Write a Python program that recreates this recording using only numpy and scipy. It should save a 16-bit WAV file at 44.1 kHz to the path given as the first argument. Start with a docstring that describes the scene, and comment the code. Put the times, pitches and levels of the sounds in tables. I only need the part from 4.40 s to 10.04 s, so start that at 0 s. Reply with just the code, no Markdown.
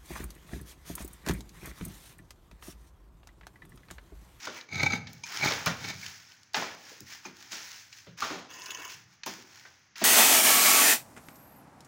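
"""Sand hisses and crunches under a steel trowel that spreads and slaps wet mortar in a paved passage.
Strokes are streams of grain clicks; slaps add a splat, an air-pocket pop and a soft thud of noise.
A shovel judders along a steel wheelbarrow: a wavering tone squeals, resonances rasp and boom.
Later it digs into the sandy mix. Small bumps, clicks and blade rings fall between, over quiet outdoor
air; two walls add echoes and a short tail, and a small microphone dulls the treble."""
import sys
import numpy as np
from scipy import signal
from scipy.fft import rfft, irfft
from scipy.io import wavfile
from scipy.ndimage import uniform_filter1d

SR = 44100
rng = np.random.default_rng(int(sys.argv[2]) if len(sys.argv) > 2 else 0)


def int16_out(signal):
    """Quantize to a 16-bit WAV file."""
    q = np.round(np.clip(np.atleast_2d(signal).T, -1, 1) * 32767)
    wavfile.write(sys.argv[1], SR, q.astype(np.int16))


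N = 248724
TIME = np.arange(N) / SR
HZ = np.fft.rfftfreq(N, 1 / SR)
# All table levels are relative: layer gains, echoes and the microphone follow.


def amp(db):
    """Decibels to gain."""
    return 10 ** (np.asarray(db) / 20)


def unit(x):
    """Scales to rms 1."""
    return x / np.sqrt(np.mean(x ** 2) + 1e-20)


def steady(x, length_s):
    """Evens the level to rms 1 over stretches of the given length."""
    power = uniform_filter1d(x ** 2, max(int(length_s * SR), 3))
    return x / np.sqrt(abs(power) + 1e-12)


def read(points, hz):
    """Reads a table on a log-frequency axis."""
    f, value = np.transpose(points)
    return np.interp(np.log(hz + 1), np.log(f + 1), value)


def colour(x, points):
    """Causal minimum-phase filter with the given spectrum."""
    log_gain = np.log(amp(read(points, abs(np.fft.fftfreq(N, 1 / SR)))))
    # the Hilbert transform of the log gain gives the phase
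    response = np.exp(np.conj(signal.hilbert(log_gain)))
    taps = irfft(response[:len(HZ)], N)[:4096]
    return signal.oaconvolve(x, taps)[:N]


def ring(x, modes):
    """Passes x through parallel resonances of alternating sign."""
    body = 0
    for k, (f, width, db) in enumerate(modes):
        detuning = (HZ ** 2 - f ** 2) / (width * HZ + 1e-9)
        body = body + (-1) ** k * amp(db) / (1 + 1j * detuning)
    return irfft(rfft(x) * body, N)


def wander(hz):
    """Random drift of rms 1, up to about the given rate."""
    return unit(irfft(rfft(rng.standard_normal(N)) / (1 + (HZ / hz) ** 4), N))


def scrape(x, modes, flare_db, flare_hz):
    """The point of contact moves, so each mode flares and fades on its own."""
    out = np.zeros(N)
    for k, mode in enumerate(modes):
        out += (-1) ** k * ring(x, [mode]) * amp(flare_db * wander(flare_hz))
    return out


def level(s, db):
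    """Gain along a curve, fading within milliseconds outside it."""
    outside_s = np.maximum(np.maximum(s[0] - TIME, TIME - s[-1]), 0)
    return amp(np.interp(TIME, s, db)) * np.exp(-(outside_s / 0.0081) ** 2)


def swell(start, rise, fall, swell_db, fade_db):
    """One push of a tool: friction grows as it bears down and fades as it eases off."""
    return level([start, start + rise, start + rise + fall], [-swell_db, 0, -fade_db])


def add(mix, s, sound):
    """Mixes a sound in at time s."""
    part = mix[round(s * SR):][:len(sound)]
    part += sound[:len(part)]


def grains(per_s, spread_db, clump_db):
    """Clicks of sand grains of uneven size that break loose in clumps."""
    size = amp(spread_db * np.minimum(rng.exponential(1, N), 5))
    sign = rng.choice([-1, 1], N)
    hits = rng.random(N) < per_s / SR
    return unit(size * sign * hits * amp(clump_db * wander(63)))


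def burst(t, rise_s, decay_s):
    """Envelope of a blow."""
    return (1 - np.exp(-t / rise_s)) * np.exp(-t / decay_s)


def band_noise(t, hz, ratio):
    """A short stretch of noise around hz, with a fairly even level."""
    edges_hz = [hz / (1 + ratio), min(hz * (1 + ratio), SR / 2.2)]
    sos = signal.butter(3, edges_hz, "band", fs=SR, output="sos")
    # the first half lets the filter settle
    x = signal.sosfilt(sos, rng.standard_normal(2 * len(t)))
    return steady(x, 3 / hz)[-len(t):]


def knocks(rows, rise_s, ratio):
    """Damped contacts: each a decaying noise band of its own pitch."""
    t, out = TIME[:SR // 3], np.zeros(N)
    for s, db, hz, decay_s in rows:
        add(out, s, amp(db + 2.0) * burst(t, rise_s, decay_s) * band_noise(t, hz, ratio))
    return out


def outdoor_air():
    """Steady noise shaped to the outdoor background."""
    # Background spectrum. Each row: frequency in Hz, level in dB.
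    air_spectrum = [(25, -17), (60, -6.5), (105, 11.5), (170, -0.5), (300, -2.5), (480, -11), (900, -7.5),
                    (1800, -0.5), (3600, -10), (6200, -1.5), (9000, -28), (16000, -35)]
    return amp(-62.5) * unit(colour(rng.standard_normal(N), air_spectrum))


def dull_bumps():
    """The barrow, shifting feet and falling mortar bump with slow onsets."""
    # Each row: start in seconds, level in dB, pitch in Hz, decay in seconds.
    bump_rows = [(.332, -39, 187, 0.024), (.431, -22.5, 714, .008), (.431, -27.5, 175, 0.017),
                 (.532, -25, 174, 0.012), (2.514, -44, 404, 0.012), (2.607, -46, 248, 0.023),
                 (2.615, -47.5, 98, .023), (3.667, -46, 446, 0.02), (3.675, -46, 134, 0.045),
                 (3.96, -37, 224, 0.014), (4.54, -61, 134, 0.17), (4.98, -53, 313, 0.05)]
    return knocks(bump_rows, rise_s=0.005, ratio=0.37)


def barrow():
    """Steel sticks and slips on steel: the shovel squeals, the tray rasps and booms."""
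    # Pushes along the tray. Each row: start, bearing down and easing off in seconds,
    # squeal and boom levels in dB.
    pushes = [(.295, .025, .01, -52.5, -66), (0.333, 0.089, 0.16, -38, -36.5),
              (.735, 0.038, 0.026, -65.5, -51.5), (1.005, .035, 0.12, -37, -43.5),
              (1.4, 0.08, 0.123, -47.5, -43.5)]
    # Catches and slips. Each row: time in seconds, squeal and rasp levels in dB, length in seconds.
    slips = [(0.291, -47, -54, 0.0016), (0.327, -30.5, -66, 0.0015), (0.361, -37.5, -38.5, 0.0059),
             (0.405, -27.5, -34.5, 0.0043), (0.435, -24, -25.5, 0.0026), (0.439, -30, -35, 0.0032),
             (0.468, -20, -27, 0.0055), (0.517, -42, -33.5, 0.012), (0.535, -24, -34, 0.0045),
             (0.551, -44, -36, 0.017), (1.032, -25, -47, 0.0058), (1.061, -41, -25.5, 0.0033),
             (1.082, -25, -29.5, 0.0053), (1.449, -41, -39.5, 0.0037), (1.506, -38, -36.5, 0.0063),
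             (1.633, -38, -55, 0.0036)]
    # Shovel and tray resonances. Each row: frequency in Hz, width in Hz, level in dB.
    steel_modes = [(283, 22, 3), (396, 98, 1), (839, 58, 3.5), (1306, 29, 5), (1548, 33, 5),
                   (2270, 210, 1.5), (3640, 26, 6), (3720, 33, 6.5), (4046, 45, 7.5), (4280, 59, 3.5),
                   (4784, 47, 5), (5470, 270, -10.5), (6205, 64, 2.5), (6690, 200, -4.5)]
    # Hollow of the barrow. Each row: frequency in Hz, width in Hz, level in dB.
    tray_modes = [(95.5, 1.8, 8.5), (155.2, 46, -11), (199, 42, -12)]
    # Grit crushed under the shovel. Each row: frequency in Hz, level in dB.
    rasp_spectrum = [(25, -58), (130, 16), (260, 1), (500, -11.5), (850, -2), (1100, -20), (1400, -9),
                     (3000, -9.5), (7000, -9), (16000, -18)]
    squeal_hz, squeal_wander_hz = 2245, 75
    judder_db, judder_hz = 2, 109
    boom_linger_s = 0.082

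    drag, boom = np.zeros((2, N))
    for start, rise, fall, squeal_db, boom_db in pushes:
        drag += amp(squeal_db) * swell(start, rise, fall, swell_db=4.5, fade_db=20)
        boom += amp(boom_db) * swell(start, rise, fall + boom_linger_s, swell_db=7.5, fade_db=10.5)
    squeal = amp(3.0) * drag * amp(1.1 * wander(120))
    rasp = amp(5.5) * drag
    for s, squeal_db, rasp_db, length_s in slips:
        slip = np.exp(-((TIME - s) / length_s) ** 2 / 2)
        squeal += amp(squeal_db) * slip
        rasp += amp(rasp_db) * slip

    pitch_hz = squeal_hz + squeal_wander_hz * wander(382)
    tone = unit(np.sin(2 * np.pi * np.cumsum(pitch_hz) / SR))
    contacts = grains(per_s=4000, spread_db=5.0, clump_db=3.0)
    steel = unit(scrape(contacts, steel_modes, flare_db=1.0, flare_hz=24.4))
    grit = unit(colour(grains(per_s=3700, spread_db=2.0, clump_db=2.2), rasp_spectrum))
    # steel and grit pulse together; 1.07 dB offsets part of the judder's gain
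    judder = amp(judder_db * wander(judder_hz) - 1.07)
    chatter = steady(steel + amp(-4.5) * grit, 0.019) * judder
    tray = ring(rng.standard_normal(N), tray_modes)
    hollow = steady(ring(tray, [(133, 155, 0)]), 0.06)
    return squeal * tone + rasp * chatter + boom * hollow


def shovel():
    """Sand and small stones run over the shovel's edge; the blade flexes as it takes the load."""
    # The dig: start, pushing in and drawing out, all in seconds.
    dig = (4.102, 0.21, 0.23)
    # Stones meeting the shovel. Each row: time in seconds, level in dB.
    stones = [(4.218, -37), (4.258, -34), (4.306, -27), (4.347, -38.5), (4.419, -44), (4.448, -35)]
    # Shovel edge. Each row: frequency in Hz, width in Hz, level in dB.
    edge_modes = [(2650, 110, 5.5), (2954, 110, 3.5), (3340, 250, -3.5), (5070, 980, -4), (6300, 300, 1.5),
                  (6670, 350, 2.5), (9600, 6100, -6), (15400, 2000, -8.5)]
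    # Bending of the loaded shovel. Each row: frequency in Hz, width in Hz, level in dB.
    flex_modes = [(374, 166, -13), (1020, 79, -3), (1480, 280, -11), (1820, 190, -6.5), (2250, 43, -4.5)]
    edge_db, flex_db, load_peak_s = -42, -43.5, 0.35

    start, rise, fall = dig
    force = amp(edge_db) * swell(start, rise, fall, swell_db=3, fade_db=2.5)
    # the load peaks later than the push
    load_fall_s = max(rise + fall - load_peak_s, 0)
    load = amp(flex_db) * swell(start, load_peak_s, load_fall_s, swell_db=8, fade_db=15.5)
    for s, db in stones:
        add(force, s, amp(db) * burst(TIME[:SR // 8], 0.00033, 0.0058))
    sand = grains(per_s=2300, spread_db=2.5, clump_db=1.0)
    edge = steady(scrape(sand, edge_modes, flare_db=2.5, flare_hz=35), 0.043)
    flex = steady(scrape(sand, flex_modes, flare_db=2.2, flare_hz=21.6), 0.033)
    return force * edge + load * flex


def grit_ticks():
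    """Steel clicks on grit: sharp onsets, wide noise bands."""
    # Each row: start in seconds, level in dB, pitch in Hz, decay in seconds.
    tick_rows = [(.053, -33.5, 4170, .005), (.073, -29.5, 2600, 0.0012), (.211, -32, 3180, 0.0025),
                 (.670, -38, 2880, 0.0092), (.731, -31, 9900, 0.0024), (.835, -36.5, 5400, 0.01),
                 (.972, -20, 5560, 0.002), (1.121, -15.5, 3000, 0.0017), (1.260, -11.5, 9900, 0.0025),
                 (1.441, -31.5, 4000, .004), (1.487, -28.5, 4070, .0033), (1.663, -25.5, 4240, 0.0022),
                 (1.919, -39.5, 4200, 0.0019), (2.032, -41, 6000, 0.0024), (2.134, -34, 6550, 0.0026),
                 (2.144, -20.5, 2920, 0.0074), (2.605, -23, 10900, .0016), (3.119, -32.5, 5100, 0.011),
                 (3.527, -39, 4040, 0.0068), (3.668, -52.5, 2150, 0.033), (4.834, -28.5, 2950, 0.0037),
                 (4.861, -26, 11000, 0.0096), (5.556, -40, 2900, 0.011), (5.581, -27, 7000, 0.0018)]
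    return knocks(tick_rows, rise_s=0.00062, ratio=0.9)


def clinks():
    """Lifted clear of the paste, the bare blade rings briefly when struck lightly."""
    # Each row: start in seconds, level in dB.
    strikes = [(.837, -32.5), (1.262, -31), (2.853, -37.5), (4.835, -47.5)]
    # Bare blade. Each row: frequency in Hz, level in dB, decay in seconds.
    bare_modes = [(938, -9.5, 0.0068), (2420, -1, 0.0091), (5130, -6, 0.0061), (6360, -1.5, 0.0079)]
    rings = []
    for s, db in strikes:
        for hz, mode_db, decay_s in bare_modes:
            rings.append((s, db + mode_db, hz, decay_s))
    return knocks(rings, rise_s=0.00087, ratio=0.02)


def slaps():
    """Wet paste spatters, a pocket of air pops, and the mass settles with a slower thud."""
    # Blade landing on mortar. Each row: start in seconds, splat level in dB, splat decay in seconds,
    # air pocket in Hz, pocket level in dB, thud in Hz, thud level in dB.
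    landings = [(0.07, -35.5, 0.041, 1260, -26, 352, -41), (1.031, -30, 0.09, 1530, -28, 167, -41),
                (1.108, -30, 0.0095, 1720, -34, 383, -35.5), (1.262, -22, 0.028, 1340, -21, 146, -28.5),
                (2.143, -45.5, 0.15, 844, -22.5, 342, -40), (2.165, -36, 0.071, 790, -23.5, 287, -36),
                (2.221, -35.5, 0.02, 966, -25.5, 280, -44), (2.851, -44, 0.029, 940, -35.5, 250, -43),
                (3.118, -49, 0.098, 1500, -46, 294, -49.5), (3.821, -35, 0.089, 1190, -16, 278, -42),
                (3.901, -38, 0.068, 1300, -32, 260, -35), (4.862, -31.5, 0.024, 1026, -30, 240, -39),
                (5.251, -51, 0.04, 1800, -38.5, 350, -65), (5.616, -31, 0.048, 695, -22.5, 257, -27)]
    # Spatter of the paste. Each row: frequency in Hz, level in dB.
    splat_spectrum = [(25, -61), (90, -1), (220, -19.5), (480, 4.5), (750, 3.5), (1300, 0.5), (2000, -1),
                      (3000, -2.5), (6000, -3.5), (16000, -26.5)]
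    t = TIME[:SR // 2]
    splat, pops = np.zeros((2, N))
    for s, db, decay_s, pocket_hz, pocket_db, thud_hz, thud_db in landings:
        pocket = burst(t, 0.0015, 0.01) * band_noise(t, pocket_hz, ratio=0.18)
        thud = burst(t, 0.011, 0.032) * band_noise(t, thud_hz, ratio=0.53)
        add(splat, s, amp(db) * burst(t, 0.00071, decay_s))
        add(pops, s, amp(pocket_db - 3.0) * pocket)
        add(pops, s, amp(thud_db + 4.5) * thud)
    spatter = colour(grains(per_s=5000, spread_db=0.0, clump_db=-1.3), splat_spectrum)
    return pops + splat * steady(spatter, 0.041)


def trowel():
    """Sand slides under the blade: fine grains hiss, coarse ones crunch as it presses, odd pebbles tick."""
    # Each row: start, pressing in and easing off in seconds, hiss level in dB,
    # crunch offset from that level in dB.
    strokes = [(0.0, 0.055, 0.036, -43.5, 1.5), (0.111, 0.064, 0.068, -48, 6), (.675, .02, 0.42, -59.5, -5),
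               (0.864, .105, 0.22, -40.5, 4.5), (1.032, 0.016, 0.31, -36, 3.5),
               (1.263, 0.0072, 0.074, -41.5, 10), (1.37, 0.13, 0.05, -42.5, 3), (1.54, 0.11, 0.28, -45, -3),
               (1.88, 0.07, 0.24, -63, 0), (2.147, 0.013, 0.19, -38, 7), (2.37, .13, 0.24, -50.5, -3),
               (2.671, 0.058, 0.12, -46.5, -2), (2.84, 0.019, 0.085, -51.5, 5),
               (2.95, 0.058, 0.41, -53.5, -0.5), (3.115, 0.011, 0.24, -41.5, -4.5),
               (3.23, 0.16, 0.21, -51.5, -7.5), (3.524, 0.056, 0.16, -54, -8),
               (3.781, 0.053, 0.17, -40.5, 4.5), (4.489, 0.012, 0.14, -46, -3.5),
               (4.66, 0.076, 0.065, -64, 0.5), (4.864, 0.01, .15, -41.5, -1.5),
               (4.99, 0.18, 0.31, -55.5, -0.5), (5.566, 0.057, .1, -42, 5)]
    # Fine sand. Each row: frequency in Hz, level in dB.
    hiss_spectrum = [(700, -59.5), (1500, 2), (2400, 2), (3500, -1.5), (4500, 3), (6300, 4), (9000, 0.5),
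                     (16000, -3)]
    # Coarse sand. Each row: frequency in Hz, level in dB.
    crunch_spectrum = [(25, -36), (150, -7.5), (330, -2.5), (550, -11), (850, 0.5), (1300, -1.5),
                       (2000, 0.5), (2800, -5), (5000, -14.5), (16000, -44)]
    # Blade damped by mortar. Each row: frequency in Hz, width in Hz, level in dB.
    damped_modes = [(933, 18, -5), (1337, 160, -3.5), (1876, 220, -2.5), (2220, 260, -3), (3460, 620, -0.5),
                    (5100, 330, 7), (5760, 1000, 2.5)]
    pebbles_per_s, pebble_db = 70, -10.5  # level relative to the hiss

    slide, press = np.zeros((2, N))
    for start, rise, fall, hiss_db, press_db in strokes:
        slide += amp(hiss_db) * swell(start, rise, fall, swell_db=9.5, fade_db=19.5)
        press += amp(hiss_db + press_db) * swell(start, rise, fall, swell_db=13.5, fade_db=17.5)

    fine = grains(per_s=12000, spread_db=2, clump_db=2.5)
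    coarse = grains(per_s=2700, spread_db=3.5, clump_db=3.0)
    # further grains of each kind sound through the blade's resonances
    fine_ring = unit(ring(grains(per_s=6000, spread_db=4.5, clump_db=3.2), damped_modes))
    blade_hits = grains(per_s=2200, spread_db=1.5, clump_db=-0.1)
    coarse_ring = unit(scrape(blade_hits, damped_modes, flare_db=2.5, flare_hz=23))

    hiss = steady(colour(fine + amp(-11.5) * fine_ring, hiss_spectrum), 0.018)
    crunch = steady(colour(coarse + amp(-0.5) * coarse_ring, crunch_spectrum), 0.02)
    large = grains(per_s=pebbles_per_s, spread_db=4.0, clump_db=1.0)
    pebbles = amp(pebble_db) * unit(colour(large, hiss_spectrum))
    return amp(6.5) * slide * (hiss + pebbles) + amp(-0.54) * press * crunch


def passage(x):
    """Early echoes from ground and walls, and a short diffuse tail of sparse decaying reflections."""
    # Decay between the walls. 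Each row: frequency in Hz, time to fall 60 dB in seconds.
    wall_t60 = [(100, 0.76), (400, 0.91), (1500, 0.53), (6000, 0.39), (15000, 0.33)]
    signs = rng.choice([-1., 1.], SR)
    taps = signs * (rng.random(SR) < 3000 / SR) * (TIME[:SR] > .012)
    hz, t, z = signal.stft(taps, SR, nperseg=256)
    decay = amp(-60 * t / read(wall_t60, hz)[:, None])
    tail = signal.istft(z * decay, SR, nperseg=256)[1]
    echo = amp(-13) * tail / np.linalg.norm(tail)
    # (delay in seconds, dB relative to the direct sound)
    for s, db in [(.0034, -31), (.0048, -22.5), (.0074, -20.5), (.0135, -20.5), (.0225, -46)]:
        echo[round(s * SR)] += amp(db)
    return x + signal.fftconvolve(x, echo)[:N]


def scene():
    """Trowel and shovel work in the passage, over quiet outdoor air."""
    work = dull_bumps() + barrow() + shovel()
    work += grit_ticks() + clinks() + slaps() + trowel()
    return (amp(-1.5) * passage(outdoor_air() + work))[None]


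def record(dry):
    """A small microphone, dull above 7 kHz with a port resonance at the top; then the band limit."""
    # Microphone response. Each row: frequency in Hz, level in dB.
    mic_response = [(20, -14), (60, 0.5), (330, -2), (540, -2.5), (720, 0.5), (6700, -2.5), (7500, -10),
                    (8600, -16), (10500, -14), (12500, -20), (13900, -14.5), (15000, -4), (15800, -6),
                    (16300, -35)]
    edge_hz = 16100
    heard = colour(dry[0], mic_response)
    lowpass = signal.firwin(511, edge_hz, window=("kaiser", 9), fs=SR)
    return signal.oaconvolve(heard, lowpass, "same")[None]


dry = scene()
out = record(dry)
int16_out(out)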